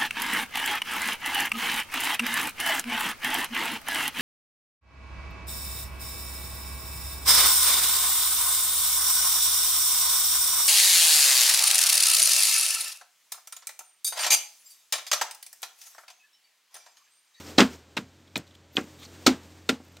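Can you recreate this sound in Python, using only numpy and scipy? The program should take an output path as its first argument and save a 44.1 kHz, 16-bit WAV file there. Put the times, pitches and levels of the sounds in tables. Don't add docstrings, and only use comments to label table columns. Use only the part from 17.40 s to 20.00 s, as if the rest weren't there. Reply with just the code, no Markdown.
import sys
import numpy as np
from scipy import signal
from scipy.fft import rfft, irfft, next_fast_len
from scipy.io import wavfile
from scipy.ndimage import uniform_filter1d, map_coordinates

SR = 44100
rng = np.random.default_rng(int(sys.argv[2]) if len(sys.argv) > 2 else 0)


def volts_from_db(level):
    exponent = np.asarray(level, float) / 20
    return 10 ** exponent


def wrap_up_sound(samples):
    columns = np.atleast_2d(samples).T
    tamed = np.clip(columns, -1, 1)
    steps = np.round(tamed * 32767).astype(np.int16)
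    wavfile.write(sys.argv[1], SR, steps)


N = 114660

# hz, level_db
AIR_COLOUR = [(25, -22), (60, 2), (150, -1.5), (300, -5), (550, -5.5), (800, -12.5), (3500, -16),
              (16000, -28)]
AIR_DB = -58
# multiple, level_db
MOTOR_HARMONICS = [(1, -50.5), (1.5, -63), (2, -66.5), (3, -66), (3.5, -61.5)]
MOTOR_HZ = 86.3
# time_s, level_db
ARM_MOVEMENT = [(0.0, -48), (0.11, -51.5), (0.22, -53), (0.35, -52), (0.42, -67.5), (0.86, -70),
                (1.04, -67.5), (1.17, -72.5), (1.29, -75), (1.4, -61), (1.52, -57.5), (1.8, -56),
                (1.87, -52), (2.03, -60), (2.6, -64.5)]
# hz, level_db
CLOTH_COLOUR = [(60, -18.5), (130, -10), (300, -0.5), (600, -10.5), (1500, -15), (4000, -18), (8000, -19.5),
                (16000, -19)]
RUSTLE_DB = 6.5

# start_s, length_s, level_db, centre_hz
SKIN_RUBS = [(0.02, .11, -52, 5000), (.06, .02, -56, 13000), (.24, .008, -48, 10000),
             (0.3, .075, -56, 5500), (.305, .008, -55, 9000), (0.868, 0.02, -60, 3500),
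             (1.063, 0.022, -55, 3800), (1.105, 0.018, -58.5, 3500), (1.135, 0.027, -53.5, 3500),
             (1.183, .012, -62, 3400), (1.323, .035, -52, 13000), (1.35, .025, -43, 12000),
             (1.355, 0.007, -42, 4200), (1.36, 0.011, -39, 3900), (1.361, 0.008, -44, 7360),
             (1.402, 0.018, -46, 7500), (1.403, .016, -48, 13000), (1.43, .008, -51, 13500),
             (1.438, .008, -52, 2200), (1.448, .007, -52, 13000), (1.505, .012, -61, 3970),
             (1.585, 0.04, -49, 3700), (1.59, .02, -53, 13000), (1.615, .05, -51, 1150),
             (1.612, 0.036, -44, 3650), (1.62, .04, -54, 2300), (1.64, 0.024, -51, 6000),
             (1.642, 0.024, -45, 4350), (2.03, .01, -60, 7600), (2.447, .007, -53, 12230),
             (2.464, 0.0055, -54, 14200), (2.481, .006, -54, 13160), (2.518, .012, -56.5, 12500)]
RUB_SHARPNESS, RUB_BROAD_SHARE = 3.4, 0.24

# hz, t60_s
BODYWORK_DECAY = [(200, .25), (1000, 0.22), (4000, 0.19), (12000, 0.18)]
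# hz, level_db
ECHO_COLOUR = [(100, -2), (300, 2.5), (1000, -3.5), (4000, -9), (16000, -19.5)]
BODYWORK_DB = -9.5
YARD_DB, YARD_T60_S = -17, 0.78

# pitch_hz, level_db, t60_s
BOARD_MODES = [(50, -16.5, .15), (100, -18, 0.12), (131, -14.5, 0.13), (170.6, -12.5, 0.1),
               (202.1, -7.5, 0.12), (232.9, -7.5, 0.18), (257.5, -0.5, 0.15), (291.6, -0.5, .08),
               (353.4, -6, 0.12), (454, -13.5, 0.18), (547, -8.5, .09), (749, -4.5, 0.085),
               (1030, -15, 0.059), (1382, 0.5, .05)]
# start_s, level_db, contact_s
PALM_PUSHES = [(0.1831, -6.5, 0.001), (0.197, -14.5, 0.00061), (0.2028, -11.5, 0.00069),
               (0.2116, -7.5, 0.002), (0.2171, -8, 0.0019), (0.2217, -8, 0.0015), (0.57, -26, 0.0012),
               (0.5854, -25, 0.002), (.59, -21, 0.0044), (1.398, -23.5, 0.0071), (0.6247, -30.5, 0.0039),
               (.64, -23, 0.007), (0.965, -25, 0.0018), (0.978, -22.5, 0.0043), (.995, -17, 0.006),
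               (1.353, -35, 0.0013), (1.372, -25, 0.00082), (1.3821, -18, 0.0011), (1.395, -31, 0.0024),
               (1.441, -33, 0.0026), (1.865, -23, 0.00074), (1.8758, -9, 0.0016), (1.8791, -10.5, 0.0015),
               (1.894, -27, 0.0023), (1.943, -27, 0.0032), (2.2931, -21, 0.0013), (2.2976, -17.5, 0.0015),
               (2.309, -28, 0.0018), (2.327, -26.5, .002), (2.402, -41, 0.00085)]
CHATTER_DB = -38
FLUTTER_DB = 1.6
LOW_CUT_HZ = 94

# start_s, level_db, centre_hz, t60_s
SKIN_CONTACTS = [(0.1793, -29, 3950, 0.081), (0.1826, -12.5, 4000, 0.09), (0.187, -13.5, 2012, 0.095),
                 (.193, -16.5, 1556, 0.16), (.198, -23.5, 2470, 0.076), (0.2044, -11, 3575, 0.04),
                 (0.212, -22, 3000, 0.11), (0.217, -16.5, 1430, 0.057), (.5677, -28, 3580, 0.057),
                 (.5702, -29, 1470, 0.083), (0.5762, -25.5, 2860, 0.039), (.586, -34, 1200, 0.011),
                 (0.9563, -32.5, 3520, 0.068), (0.9581, -25, 2340, 0.038), (0.9667, -30.5, 4000, 0.022),
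                 (0.976, -25, 11600, .025), (1.3688, -27, 4180, 0.019), (1.372, -25, 1960, 0.098),
                 (1.383, -30, 1420, 0.047), (1.8647, -8.5, 4700, 0.061), (1.8655, -9.5, 12200, 0.043),
                 (1.8674, -12, 2220, 0.046), (1.8775, -24, 3250, 0.094), (2.2905, -21.5, 9100, 0.053),
                 (2.291, -20, 3710, 0.05), (2.293, -19, 2750, 0.055), (2.2975, -31, 2530, 0.0155),
                 (2.568, -44.5, 3500, 0.03), (2.568, -44, 12200, 0.029), (0.5686, -36, 13100, 0.086),
                 (.96, -36, 13100, 0.077), (1.376, -26.5, 2480, 0.013)]
# hz, level_db
CRACK_COLOUR = [(150, -22.5), (400, 16), (1500, 3.5), (4000, -1.5), (8000, -2.5), (11000, -4.5),
                (16000, -6)]
# start_s, level_db, pitch_hz, t60_s
AIR_POPS = [(.5704, -16, 987, 0.011), (0.5772, -11.5, 2520, 0.0073), (0.5703, -16.5, 2620, 0.009),
            (.9568, -21, 3900, .026), (.9578, -19, 2450, .024), (.9586, -22.5, 977, 0.021),
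            (1.3686, -8, 3250, .005), (1.36922, -1, 3300, .0035), (1.3695, -20, 2500, .03),
            (.9672, -26.5, 4230, 0.023), (.9678, -22.5, 3540, 0.014), (1.8658, -7.5, 4300, 0.012),
            (1.8657, -11, 1285, 0.059), (2.2928, -14, 1400, .03), (2.2932, -15, 3650, .02),
            (0.2045, -11, 4800, 0.008), (.2043, -13.5, 5000, .01), (.1825, -10.5, 4000, 0.051),
            (.2105, -7.5, 550, .008), (2.2965, -19, 2570, 0.029)]
RISE_S, LEAD_S, LEAD_DB = 0.0005, 0.0013, -19.5
CRACK_SHARPNESS, CRACK_BROAD_DB, GRAIN_DB = 0.83, -12, 2.5

# hz, level_db
CHANNEL_DIFFERENCE = [(4000, -48), (8000, -24.5), (13000, -13.5)]
# hz, level_db
MICROPHONE_RESPONSE = [(30, -12), (150, -1), (7500, -1), (9200, -6.5), (10400, -16.5), (11800, -8.5),
                       (15000, -11.5)]
TOP_HZ = 15800
CLIP_LEVEL = 1.1


def unit(x):
    return x / np.sqrt(np.mean(x ** 2) + 1e-20)


def along(points, hz):
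    f, value = np.transpose(points)
    return np.interp(np.log(hz + 1), np.log(f + 1), value)


def wobble(rate, count):
    return map_coordinates(rng.standard_normal(SR // 8), [np.arange(count) * rate / SR])


def filtered(x, response):
    m = next_fast_len(len(x) + 4096)
    spectrum = rfft(x, m) * response(np.fft.rfftfreq(m, 1 / SR))
    return irfft(spectrum, m)[:len(x)]


def peak(f, hz, width_hz):
    return 1j * f * width_hz / (hz * hz - f * f + 1j * f * width_hz)


def add(track, start_s, x):
    part = track[round(start_s * SR):][:len(x)]
    part += x[:len(part)]


def hiss(colour):
    return unit(filtered(rng.standard_normal(N), lambda f: volts_from_db(along(colour, f))))


def background():
    air = volts_from_db(AIR_DB + wobble(8, N)) * hiss(AIR_COLOUR)

    time_s, level_db = np.transpose(ARM_MOVEMENT)
    move_db = np.interp(np.arange(N) / SR, time_s, level_db)
    rustle = volts_from_db(move_db + RUSTLE_DB + 1.5 * wobble(35, N)) * hiss(CLOTH_COLOUR)

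    phase = 2 * np.pi * np.cumsum(MOTOR_HZ + 2.2 * wobble(6, N)) / SR
    hum = np.zeros(N)
    for multiple, db in MOTOR_HARMONICS:
        hum += volts_from_db(db + 2.0 * wobble(4.1, N)) * np.sin(multiple * phase)
    hum *= volts_from_db(0.48 * (move_db - move_db.mean()))
    return air + rustle + hum


def rubs():
    out = np.zeros(N)
    t = np.arange(SR // 5) / SR
    for start_s, length_s, db, hz in SKIN_RUBS:
        def friction(f):
            return peak(f, hz, hz / RUB_SHARPNESS) ** 2 + RUB_BROAD_SHARE * peak(f, 5000, 14000)
        grit = rng.standard_normal(len(t)) * volts_from_db(3.5 * wobble(300, len(t)))
        swell = np.sin(np.pi * np.clip(t / length_s, 0, 1))
        add(out, start_s, volts_from_db(db) * unit(filtered(grit, friction)) * swell)
    return out


def bodywork(contact):
    hz, t, noise = signal.stft(hiss(ECHO_COLOUR), SR, nperseg=128)
    lag = t[:SR // 128]
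    near = volts_from_db(-120 * lag / along(BODYWORK_DECAY, hz)[:, None])
    near = near / near.sum(axis=1, keepdims=True)
    far = volts_from_db(-120 * lag / YARD_T60_S)
    far = volts_from_db(2 * YARD_DB) * far / far.sum() / (1 + hz[:, None] / 1500)
    drive = np.interp(t, np.arange(N) / SR, uniform_filter1d(contact ** 2, size=64))
    power = signal.fftconvolve(drive[None], near + far, axes=1)[:, :len(t)]
    return signal.istft(noise * np.sqrt(np.abs(power)), SR, nperseg=128)[1][:N]


def board(contact):
    force = volts_from_db(CHATTER_DB) * contact * rng.standard_normal(N)
    t = np.arange(SR // 2) / SR
    for start_s, db, contact_s in PALM_PUSHES:
        push = np.sin(np.pi * np.clip(t[:441] / contact_s, 0, 1))
        add(force, start_s, volts_from_db(db) * push / (contact_s * SR))

    ring = np.zeros(len(t))
    for hz, db, t60 in BOARD_MODES:
        ring += volts_from_db(db - 60 * t / t60) * np.cos(2 * np.pi * hz * t)
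    boom = volts_from_db(FLUTTER_DB * wobble(45, N)) * signal.fftconvolve(force, ring)[:N]
    return filtered(boom, lambda f: (1j * f / (LOW_CUT_HZ + 1j * f)) ** 2)


def air_pops():
    out = np.zeros(N)
    t = np.arange(SR // 8) / SR
    for start_s, db, hz, t60 in AIR_POPS:
        onset = 1 - np.exp(-t * hz * 2)
        add(out, start_s, volts_from_db(db - 60 * t / t60) * onset * np.sin(2 * np.pi * hz * t))
    return out


def smacks():
    out, power = np.zeros(N), np.zeros(N)
    before_s = 0.01
    t = np.arange(SR // 8) / SR - before_s
    for start_s, db, hz, t60 in SKIN_CONTACTS:
        def colour(f):
            return volts_from_db(along(CRACK_COLOUR, f)) * (peak(f, hz, hz / CRACK_SHARPNESS) ** 2 + volts_from_db(CRACK_BROAD_DB))
        noise = unit(filtered(rng.standard_normal(len(t)), colour))
        rise = 1 / (1 + np.exp(-t / RISE_S * 2))
        rush = volts_from_db(LEAD_DB) * np.exp(-np.abs(t) / LEAD_S)
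        shape = volts_from_db(db) * (rise + rush) * volts_from_db(-60 * np.maximum(t, 0) / t60)
        grain = volts_from_db(GRAIN_DB * wobble(700, len(t)))
        add(out, start_s - before_s, shape * grain * noise)
        add(power, start_s - before_s, shape ** 2)
    return out, np.sqrt(power)


def scene():
    cracks, contact = smacks()
    cracks = cracks + air_pops()
    mono = background() + rubs() + volts_from_db(BODYWORK_DB) * bodywork(contact) + board(contact) + cracks
    side = filtered(cracks * np.sign(wobble(1500, N)), lambda f: volts_from_db(along(CHANNEL_DIFFERENCE, f)))
    return np.array([mono + side, mono - side])


def roll_off(x):
    return signal.sosfilt(signal.butter(12, 17000, fs=SR, output="sos"), x)


def record(dry):
    def microphone(f):
        return volts_from_db(along(MICROPHONE_RESPONSE, f)) / (1 + (f / TOP_HZ) ** 150)
    x = np.array([filtered(channel, microphone) for channel in dry])
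    x = x / (1 + np.abs(x / CLIP_LEVEL) ** 6) ** (1 / 6)
    return roll_off(x)


dry = scene()
out = record(dry)
wrap_up_sound(out)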